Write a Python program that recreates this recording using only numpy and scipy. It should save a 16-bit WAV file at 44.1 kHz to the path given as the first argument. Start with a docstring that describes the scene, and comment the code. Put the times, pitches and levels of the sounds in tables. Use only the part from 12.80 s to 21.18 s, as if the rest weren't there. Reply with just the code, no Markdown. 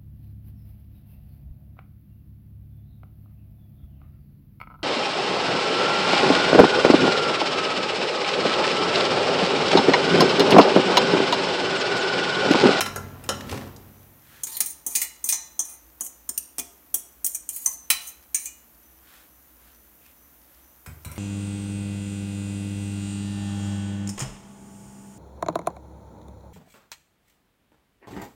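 """Noodles from colander to pot

Small kitchen, gas stove. A steel colander knocks on the pot; cooked noodles slide in and land as one
wet lump, and the stove top booms. A fork taps and scrapes the last strands loose, ringing the steel's
modes. The colander is set on the counter and rocks. Behind: burner, simmer, cloth, faint chirps."""
import sys
import numpy as np
from scipy import signal
from scipy.fft import rfft, irfft
from scipy.io import wavfile
from scipy.ndimage import uniform_filter1d

SR = 44100
rng = np.random.default_rng(int(sys.argv[2]) if len(sys.argv) > 2 else 0)


def dump(signal):
    """Clip the signal to [-1, 1] and save it as 16-bit WAV at the path in sys.argv[1]."""
    limited = np.clip(np.atleast_2d(signal).T, -1, 1)
    pcm = np.round(limited * 32767).astype(np.int16)
    wavfile.write(sys.argv[1], SR, pcm)


N = 369558
RING_T = np.arange(int(.7 * SR)) / SR

# Blows on steel: (time [s], strength [dB], contact pitch [Hz], wall gain [dB], low gain [dB],
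# rim gain [dB], wall resonance [Hz], treble resonance [Hz])
FORK_TAPS = [(1.634, -24.5, 8550, -2.5, 0.5, -10, 3130, 6830), (1.669, -33, 9000, 6, 4.5, -7, 3350, 7130),
             (1.768, -28.5, 12200, 5.5, -2, -9, 4170, 11500), (1.804, -16, 9900, 5.5, 4, -2, 5500, 8140),
             (1.86, -28, 10600, -4, -9.5, -8, 3250, 8600), (2.064, -23, 9400, -8, 4, -16.5, 3700, 6100),
             (2.152, -18, 9800, 7.5, -1, -3, 4700, 6900), (2.159, -21.5, 8000, 6.5, -6, -10, 5140, 7030),
             (2.216, -20.5, 9800, 8.5, 3, -10, 2160, 11100), (2.441, -23, 8600, -9, 0, -22, 3400, 8300),
             (2.489, -17.5, 9100, 6, -3, -22, 3240, 9100), (2.524, -22.5, 6400, 7, 12, -13.5, 4030, 6200),
             (2.792, -20.5, 6340, -3.5, 6.5, -20, 3480, 7000), (3.208, -25, 7800, -7, 8, -14, 2930, 7960),
             (3.264, -35.5, 9700, -1.5, -12, -16, 2100, 6440),
             (3.491, -24.5, 8900, 1, 4.5, -11, 5250, 9100), (3.577, -22.5, 10500, 1, -10, -23, 3130, 9100),
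             (3.783, -28, 10200, 3.5, 15, -6, 2480, 8200), (3.79, -29.5, 8140, 12, 6, -3, 3280, 7240),
             (3.796, -27.5, 9600, 2, 7, 9, 2400, 7400), (4.142, -18, 11100, -3, 0.5, -22, 3400, 11800),
             (4.445, -20, 9600, -9, -4, -4, 3250, 8330), (4.463, -23, 11700, -0.5, -11, -4, 4330, 8800),
             (4.547, -24.5, 8640, -7, -3.5, 11, 4270, 8900), (4.69, -26.5, 9300, -4, -8, 7, 3060, 9000),
             (4.762, -31, 11500, -2, -24, 0, 3080, 8850), (4.859, -17.5, 7170, -5, 5, -14, 2050, 6050),
             (5.102, -13.5, 9900, 14.5, 11.5, 6.5, 4000, 11600),
             (5.276, -40.5, 7000, -2, -12, 0, 4030, 6870), (5.545, -18.5, 7460, 1.5, -4, 5.5, 4100, 8700),
             (5.656, -29.5, 8000, 3, -17, 15, 2900, 7300)]
POT_KNOCKS = [(0.007, -29, 8750, 5.5, -5, 8.5, 4030, 6000), (0.06, -42.5, 9350, 8, 3, 9, 3960, 6850),
              (0.16, -38, 9600, -6, -1, 3, 2130, 6600), (0.439, -51, 10000, 1, -8, 8, 2665, 9000),
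              (0.49, -32.5, 7400, 5.5, -1, 0, 3000, 7100)]
SETTLING_KNOCKS = [(8.061, -48, 9400, 1, 4, 0, 5170, 9100), (8.248, -42.5, 10000, -2, -4, 9, 3960, 9150),
                   (8.315, -45.5, 10000, -5, -5, 2, 2050, 8800), (8.358, -52, 10500, 2, -3, -3, 2100, 8900)]
# Edges of five registers, low, wall and three treble: (frequency [Hz])
REGISTER_EDGES_HZ = [150, 1700, 5500, 7800, 10500, 17000]
# Average blow, per register: (level [dB])
FORK_BALANCE_DB = [-24.5, -12.5, -1.5, 1, 1]
POT_BALANCE_DB = [10.5, 2.5, -1, 0.5, 0.5]
SETTLING_BALANCE_DB = [2, 4, -2, 1, 0.5]
# Hand jabs and damps, then flicks along the rim: (time [s], push [dB], root of damping t60 factor [-])
FORK_HAND = [(1.8, 1.5, 0.29), (2.06, 7.5, 0.77), (2.5, 2, 1.0), (2.8, 5, 0.59), (3.2, 10, 0.26),
             (3.58, -2, 0.16), (3.8, 12, 0.22), (4.45, -10, 0.28), (4.6, -23, 0.33), (5.1, -3, 0.53),
             (5.55, -6, 1.0)]
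# Tines over the holes: (start [s], end [s], level [dB], wall gain [dB])
SCRAPE_STROKES = [(1.662, 1.701, -42.5, 11.5), (1.715, 1.772, -37.5, 7), (1.836, 1.911, -37.5, -21),
                  (2.091, 2.225, -36, 0), (2.455, 2.55, -32.5, 3), (2.847, 2.938, -44, 4),
                  (3.225, 3.264, -37, -10), (4.153, 4.205, -41, -12), (4.484, 4.555, -40.5, -7),
                  (4.721, 4.93, -39, -4), (5.203, 5.297, -41.5, -6), (5.594, 5.654, -42, 0)]
# Wet steel squeak: (time [s], level [dB])
SQUEAK_ENVELOPE = [(1.68, -73), (1.72, -61), (1.755, -40.5), (1.79, -58.5)]
# Sauce smacks: (time [s], relative level [dB], frequency [Hz])
SAUCE_SMACKS = [(0.463, -40, 2600), (0.608, -26, 2300), (0.695, -24, 2800), (0.713, -24, 3700),
                (0.725, -20, 1010), (0.727, -24, 258), (0.775, -25.5, 2200), (0.8124, -32, 1900),
                (0.963, -36.5, 6400)]
# Cook's movements: (start [s], length [s], level [dB], peak [Hz])
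COOK_MOVES = [(1.372, 0.38, -54.5, 1640), (6.171, 0.36, -54.5, 1560), (6.742, 0.27, -61, 1500),
              (7.174, .2, -61, 2500), (7.597, 0.32, -64.5, 1500)]

# Clear modes of the vessels: (frequency [Hz], level [dB], t60 [s])
COLANDER_MODES = [(700, -1, .25), (780, 1, .3), (886, 8, .65), (1037, 3, .4), (1233, 7, .55),
                  (1830, -1, .55), (2024, 4, .55), (2307, 9, .22), (2426, 8, .2), (2449, 9, .28),
                  (2900, 3, .65), (3500, 6, .35), (3988, 6, .25), (4015, 3, .9), (4130, 2, .5),
                  (4662, 0, .2), (5150, 6, .18), (5576, 3, .26), (5845, 5, .28), (6088, 9, .42),
                  (6160, 4, .22), (6430, 9, .25), (6815, 9, .28), (7060, 13, .32), (8127, 6, .28),
                  (8600, 7, .2), (9060, 5, .18), (10798, 6, .25), (11458, 5, .25), (13680, 5, .25)]
POT_MODES = [(400, 0, .7), (535, 1, .8), (695, -3, .4), (868, 2, .55), (1020, 4, .4), (1110, 2, .3),
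             (1322, 2, .35), (1361, 6, .45), (1420, 8, .35), (1675, 3, .35), (2030, 5, .35), (2665, 3, .45),
             (2902, 7, .3), (3005, 9, .13), (3105, 9, .16), (4001, 3, .35), (4694, -1, .15), (5103, 9, .34),
             (5300, 8, .35), (5540, 4, .3), (6288, 9, .2), (6850, 10, .2)]
RESTING_MODES = [(1000, 3, .3), (1370, 3, .2), (1560, -10, .12), (2070, 0, .25), (2320, -5, .3),
                 (4200, -10, .15), (5420, -14, .15)]  # colander on the counter
# Their crowds of short-lived modes: (frequency [Hz], level [dB])
COLANDER_SPECTRUM = [(150, -17), (500, -17), (850, 0), (1600, -3.5), (2300, 0), (2700, -1.5), (3200, 3.5),
                     (3750, -2), (4100, 0.5), (5500, 1), (6200, 13.5), (7000, 12), (7800, 0), (8800, 10.5),
                     (10300, -1.5), (16000, 2)]
POT_SPECTRUM = [(150, -21), (450, 6.5), (700, 7), (1000, 4), (1450, 6.5), (2250, 1), (2650, 4), (3050, -1),
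                (3300, 2.5), (3950, 7.5), (4450, 3), (4900, 3), (5200, 8.5), (5900, 10), (6750, 15.5),
                (7800, -9.5), (8800, -7.5), (16000, -20)]
RESTING_SPECTRUM = [(150, -1), (600, 0), (1100, 3), (1500, 4), (1800, -4), (2250, 10.5), (2700, 3),
                    (4000, 2), (6000, -7), (9000, -3), (16000, -5)]
# Low body modes: (frequency [Hz], level [dB], t60 [s])
JAB_MODES = [(177, -2.5, 0.07), (253.5, -6.5, 0.28), (294, -4, 0.14), (355, -5.5, 0.13), (407.8, -9, 0.35),
             (537, -11.5, 0.15), (693, -3.5, 0.19)]
STOVE_MODES = [(60, -19, 0.46), (94.85, 0, 2), (140, -9, 4), (207.2, -1.5, 1.44), (242.7, -8.5, 1.6),
               (322, -34, 0.92), (400.4, -7.5, 0.59)]
COUNTER_MODES = [(76.2, 1, 0.63), (96, -0.5, 0.44), (122, -7.5, 0.53), (149, -3.5, 0.44), (236, -11, 0.29)]
FULL_POT_MODES = [(90, 2, 0.35), (219, -9, 0.22), (302, -17, 0.33), (409, -9, 0.37), (543, -8, 0.46),
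                  (980, -16, 0.51), (1120, -8.5, 0.37)]
# Blows that drive them: (time [s], level [dB])
FORK_JABS = [(1.803, -52), (2.063, -44.5), (2.441, -53), (3.208, -47), (3.491, -48.5), (3.785, -39.5),
             (4.142, -46.5), (4.445, -50.5), (4.86, -51.5)]
STOVE_BLOWS = [(0.006, -39.5), (0.157, -40), (0.49, -37), (0.714, -36.5)]
COUNTER_BLOWS = [(8.075, -38.5), (8.26, -35.5)]
LUMP_BLOW = [(0.715, -29.5)]
# Noise spectra: (frequency [Hz], level [dB])
THUD_SPECTRUM = [(110, -32), (200, -14.5), (290, -6.5), (420, -14), (550, -15), (720, -21), (1000, -36),
                 (3000, -55)]
NOODLE_SPECTRUM = [(24, -75), (40, 3), (135, 7.5), (182, -3), (216, 2), (541, -7), (597, -7), (1110, -9.5),
                   (1350, -11), (4000, -15.5), (15000, -24)]
CLOTH_SPECTRUM = [(100, -20), (500, -4.5), (1400, -3.5), (3400, -1), (5000, -6), (6500, -6.5), (12000, -7),
                  (16000, -18)]
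FLAME_SPECTRUM = [(18, -52), (30, -31.5), (59, 6), (77, -7), (93, -17), (335, -8.5), (362, -17),
                  (523, -15.5), (816, -16.5), (1380, -18), (2500, -23.5), (4860, -29), (6300, -23.5),
                  (8000, -26.5), (9860, -22), (14200, -12.5), (15800, -18.5)]
SLIP_SPECTRUM = [(200, -2.5), (1500, -9), (4500, -8.5), (6200, -6), (9000, 6.5), (12000, 9), (16000, 3.5)]
# Decay: (frequency [Hz], t60 [s])
CROWD_MIN_T60 = [(300, 0.2), (2500, 0.092), (6500, 0.076), (16000, 0.075)]
KITCHEN_T60 = [(100, 0.57), (600, 0.83), (2000, 0.52), (6000, 0.45), (15000, 0.23)]


def strikes(rows, modes, balance_db, level_db, crack_db, crack_t60_s, damping_t60_s, thud_db, thud_t60_s,
            hand=None):
    """Blows on steel: contact crack, damped ring, dull thud of the hand's push."""
    out = np.zeros(N)
    _, _, spectrum = modes
    for time_s, strength_db, pitch_hz, wall_db, low_db, rim_db, wall_hz, treble_hz in rows:
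        push_db, hold = hand(time_s) if hand else (0, 1)
        crack = amp(crack_db + push_db) * burst(spectrum, crack_t60_s)
        blow = crack + spot_ring(modes) * fade(RING_T, damping_t60_s * hold ** 2)
        blow = resonance(blow, hz=2385, width_hz=230, gain_db=rim_db)
        blow = resonance(blow, wall_hz, width_hz=180, gain_db=8.5)
        tilt_db = 13.5 * np.log2(pitch_hz / 9270)  # shorter contact, brighter treble
        levels_db = np.add(balance_db, [low_db, wall_db, -tilt_db, 0, tilt_db])
        ring = 0
        for lo_hz, hi_hz, db in zip(REGISTER_EDGES_HZ, REGISTER_EDGES_HZ[1:], levels_db):
            register = band(blow, lo_hz, hi_hz, order=8)
            ring = ring + amp(db) * register / rms(register[:SR // 50])
        ring = resonance(ring, treble_hz, width_hz=360, gain_db=5.5)
        add(out, time_s, amp(level_db + strength_db) * ring)
        add(out, time_s, amp(thud_db + (strength_db + push_db) / 2) * burst(THUD_SPECTRUM, thud_t60_s))
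    return out


def vessel_modes(clear_modes, spectrum, clear_db, count=560):
    """Thin steel, one decaying sine a row. Returns clear modes, short-lived crowd, crowd spectrum."""
    crowd_hz = np.linspace(200, 16400, count) + rng.uniform(-20, 20, count)
    crowd_t60_s = lookup(CROWD_MIN_T60, crowd_hz) * 2 ** rng.uniform(0, 0.96, count)
    crowd = np.column_stack([crowd_hz, lookup(spectrum, crowd_hz), crowd_t60_s])
    clear = np.add(clear_modes, [0, clear_db, 0])
    hz, db, t60_s = np.vstack([clear, crowd]).T[:, :, None].astype(np.float32)
    t = RING_T.astype(np.float32)
    sines = (amp(db) * fade(t, t60_s)).astype(np.float32) * np.sin(np.float32(2 * np.pi) * hz * t)
    return sines[:len(clear)], sines[len(clear):], spectrum


def spot_ring(modes):
    """Ring of one spot: each mode is hit nearer to or further from a node; neighbours go together."""
    clear, crowd, _ = modes
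    narrow = uniform_filter1d(rng.standard_normal(len(crowd)), size=7)
    clear_db = rng.uniform(-3, 3, len(clear))
    crowd_db = 4 * rng.standard_normal(len(crowd)) + 6 * np.tanh(narrow / rms(narrow))
    broad = uniform_filter1d(rng.standard_normal(len(crowd)), size=30)
    crowd_db += 5.5 * np.tanh(broad / rms(broad))
    ring = 0
    for db, sines in [(clear_db, clear), (crowd_db, crowd)]:
        signs = rng.choice([-1, 1], len(db))
        ring = ring + (signs * amp(db)).astype(np.float32) @ sines
    return ring / rms(ring[:SR // 100])


def fork_hand(time_s):
    """The hand's push on the fork, and how freely it lets the colander ring."""
    times_s, push_db, hold = np.transpose(FORK_HAND)
    return np.interp(time_s, times_s, push_db), np.interp(time_s, times_s, hold)


def scrapes(modes, grit_db=9, catch_db=10):
    """Tines stick, slip and catch in the holes; mostly high modes, unless they bear on the wall."""
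    out = np.zeros(N)
    for start_s, end_s, stroke_db, wall_db in SCRAPE_STROKES:
        count = int((end_s - start_s) * SR)
        slips = clicks(SR, per_s=1500, spread_db=4)
        catches = amp(catch_db) * clicks(SR, per_s=110, spread_db=4)
        ring = spot_ring(modes)
        ring[0] += amp(grit_db)  # direct click
        spectrum = [(hz, db + wall_db * (hz < REGISTER_EDGES_HZ[2])) for hz, db in SLIP_SPECTRUM]
        rasp = signal.fftconvolve((slips + catches)[:count], ring)
        rasp = coloured(np.pad(rasp, (0, SR - count)), spectrum)
        add(out, start_s, amp(stroke_db) * rasp / rms(rasp[:count]))
    return out


def noodles(land_s=0.733, land_db=-36.5, rise_s=0.054, slide_db=-44, smack_db=-7):
    """Soft strands slide, land as one lump and trail off; pockets of sauce smack open."""
    t = np.arange(N) / SR - land_s
    before_s, after_s = np.minimum(t, 0), np.maximum(t, 0)
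    strands = coloured(clicks(N, per_s=1500, spread_db=1.3), NOODLE_SPECTRUM)
    out = amp(slide_db) * fade(after_s, t60_s=2.5) * band(strands, 30, 1500)
    out += amp(land_db) * np.exp(before_s / rise_s) * fade(after_s, t60_s=0.48) * strands
    for time_s, db, hz in SAUCE_SMACKS:
        smack = band(rng.standard_normal(len(RING_T)), hz / 1.66, hz * 1.23)
        add(out, time_s, amp(db + smack_db) * smack / rms(smack) * fade(RING_T, t60_s=0.037))
    return out


def squelch(level_db=-41, fall_db=11, span_s=0.19, low_hz=280, high_hz=1600, rise=0.11, count=26):
    """Air squeezed from under the lump pops in bubbles, each rising in pitch as it dies."""
    out = np.zeros(N)
    for lateness, smallness in rng.random((count, 2)):
        hz = low_hz * (high_hz / low_hz) ** smallness
        t60_s = 32 / hz
        glide_hz = hz * (1 + rise * np.minimum(RING_T / t60_s, 1))
        bubble = np.sin(2 * np.pi * np.cumsum(glide_hz) / SR) * fade(RING_T, t60_s)
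        add(out, LUMP_BLOW[0][0] + lateness * span_s, amp(level_db - fall_db * lateness) * bubble)
    return out


def boom(modes, blows, rise_s):
    """Heavy, soft blows set a panel's low modes swinging."""
    t, out = np.arange(2 * SR) / SR, np.zeros(N)
    for time_s, blow_db in blows:
        swing = sum(amp(db) * fade(t, t60_s) * np.sin(2 * np.pi * (hz * t + rng.random()))
                    for hz, db, t60_s in modes)
        add(out, time_s, amp(blow_db) * swing * (1 - np.exp(-t / rise_s)))
    return out


def rocking(start_s=8.255, level_db=-52, rocks_per_s=19, bend=0.021):
    """The colander rocks on its foot; the rolling contact bends its ring up and down."""
    out, grit = np.zeros(N), rng.standard_normal(len(RING_T))
    ring = sum(amp(db) * around(grit, hz, width_hz=35) for hz, db, _ in RESTING_MODES)
    position = np.cumsum(1 + bend * np.cos(2 * np.pi * rocks_per_s * RING_T))
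    wobble = np.interp(position, np.arange(len(ring)), ring) / rms(ring)
    add(out, start_s, amp(level_db) * fade(RING_T, t60_s=1.3) * wobble)
    return out


def squeak():
    """Wet steel squeaks as the fork goes in."""
    tone = around(rng.standard_normal(N), hz=4200, width_hz=350, order=2)
    level_db = np.interp(np.arange(N) / SR, *np.transpose(SQUEAK_ENVELOPE), left=-120, right=-120)
    return amp(level_db) * tone / rms(tone)


def kitchen(x, first_s=0.002):
    """Dense reflections off hard walls; treble dies first."""
    echoes = clicks(len(RING_T), per_s=4000, spread_db=1.64) * (RING_T > first_s)
    hz, t, frames = signal.stft(echoes, SR, nperseg=256)
    _, tail = signal.istft(frames * fade(t, lookup(KITCHEN_T60, hz)[:, None]), SR, nperseg=256)
    return signal.oaconvolve(x, tail / np.linalg.norm(tail))[:N]


def burner(flame_db=-54, simmer_db=-73):
    """Steady flame murmur and hiss; faint pops of simmering sauce."""
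    pop = rng.standard_normal(len(RING_T)) * fade(RING_T, t60_s=0.012)
    pops = signal.oaconvolve(clicks(N, per_s=18, spread_db=3), pop)[:N]
    simmer = band(pops, 1400, 12000)
    flame = coloured(rng.standard_normal(N), FLAME_SPECTRUM)
    return amp(flame_db) * flame + amp(simmer_db) * simmer / rms(simmer)


def swishes():
    """Cloth and soles: dense tiny slips swell and fade with each of the cook's movements."""
    out, t = np.zeros(N), np.arange(SR) / SR
    for start_s, length_s, db, peak_hz in COOK_MOVES:
        rub = coloured(clicks(SR, per_s=4000, spread_db=2), CLOTH_SPECTRUM)
        rub += amp(5) * around(rub, peak_hz, width_hz=450)
        swell = np.sin(np.pi * np.minimum(t / length_s, 1)) ** 2
        add(out, start_s, amp(db) * swell * rub / rms(rub))
    return out


def chirps(level_db=-71, offset_s=0.21, period_s=0.447, rise_s=0.013, hold_s=0.09):
    """Thin, evenly spaced chirps, like a far-off cricket."""
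    t = (np.arange(N) / SR - offset_s) % period_s
    tone = around(rng.standard_normal(N), hz=6020, width_hz=130, order=2)
    envelope = np.minimum(t / rise_s, 1) * fade(np.maximum(t - hold_s, 0), t60_s=0.5)
    return amp(level_db) * envelope * tone / rms(tone)


def amp(db):
    return 10 ** (np.asarray(db) / 20)


def rms(x):
    return np.sqrt(np.mean(x ** 2) + 1e-20)


def fade(t, t60_s):
    return np.exp(-np.log(1000) * t / np.maximum(t60_s, 1e-3))


def lookup(table, hz):
    """Interpolate on a log-frequency axis."""
    table_hz, values = np.transpose(table)
    return np.interp(np.log(hz + 1), np.log(table_hz + 1), values)


def add(mix, start_s, sound):
    part = mix[round(start_s * SR):][:len(sound)]
    part += sound[:len(part)]


def band(x, lo_hz, hi_hz, order=1):
    return signal.sosfilt(signal.butter(order, [lo_hz, hi_hz], "band", fs=SR, output="sos"), x)


def around(x, hz, width_hz, order=1):
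    return band(x, hz - width_hz / 2, hz + width_hz / 2, order)


def resonance(x, hz, width_hz, gain_db):
    """Boost or cut one narrow band."""
    return x + (amp(gain_db) - 1) * around(x, hz, width_hz)


def coloured(x, spectrum):
    """x shaped by a spectrum, at rms 1."""
    gain = amp(lookup(spectrum, np.fft.rfftfreq(len(x), 1 / SR)))
    shaped = irfft(rfft(x) * gain, len(x))
    return shaped / rms(shaped)


def burst(spectrum, t60_s):
    """Decaying coloured noise."""
    return coloured(rng.standard_normal(len(RING_T)), spectrum) * fade(RING_T, t60_s)


def clicks(samples, per_s, spread_db):
    """Random clicks, a few larger than the rest."""
    size = amp(spread_db * np.minimum(rng.exponential(1, samples), 4))
    return size * rng.choice([-1, 1], samples) * (rng.random(samples) < per_s / SR)


def scene():
    """Fork, pot and counter, close by in the kitchen. Mono."""
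    colander = vessel_modes(COLANDER_MODES, COLANDER_SPECTRUM, clear_db=1)
    pot = vessel_modes(POT_MODES, POT_SPECTRUM, clear_db=12)
    fork = strikes(FORK_TAPS, colander, FORK_BALANCE_DB, level_db=-8.5, crack_db=-7.5,
                   crack_t60_s=0.0032, damping_t60_s=2.3, thud_db=-43.5, thud_t60_s=0.17, hand=fork_hand)
    fork += boom(JAB_MODES, FORK_JABS, rise_s=0.0014) + scrapes(colander) + squeak()
    pouring = strikes(POT_KNOCKS, pot, POT_BALANCE_DB, level_db=-3.5, crack_db=3.5,
                      crack_t60_s=0.054, damping_t60_s=0.33, thud_db=-27.5, thud_t60_s=0.42)
    pouring += noodles() + squelch()
    resting = vessel_modes(RESTING_MODES, RESTING_SPECTRUM, clear_db=2, count=300)
    settling = strikes(SETTLING_KNOCKS, resting, SETTLING_BALANCE_DB, level_db=-7.5, crack_db=-3,
                       crack_t60_s=0.055, damping_t60_s=0.22, thud_db=-30.5, thud_t60_s=0.27)
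    settling += rocking()
    panels = boom(STOVE_MODES, STOVE_BLOWS, rise_s=0.0042)
    panels += boom(COUNTER_MODES, COUNTER_BLOWS, rise_s=0.0014)
    panels += boom(FULL_POT_MODES, LUMP_BLOW, rise_s=0.0083)
    room = kitchen(amp(-11) * fork + amp(-8.5) * pouring + amp(-2.5) * settling)
    return (fork + pouring + settling + panels + room + burner() + swishes() + chirps())[None]


def record(dry, bass_cut_hz=40, edge_hz=15850):
    """Microphone bass cut, then band limit."""
    thinned = signal.sosfilt(signal.butter(2, bass_cut_hz, "high", fs=SR, output="sos"), dry)
    lowpass = signal.firwin(511, edge_hz, window=("kaiser", 9), fs=SR)
    return signal.oaconvolve(thinned, lowpass[None], "same")


dry = scene()
out = record(dry)
dump(out)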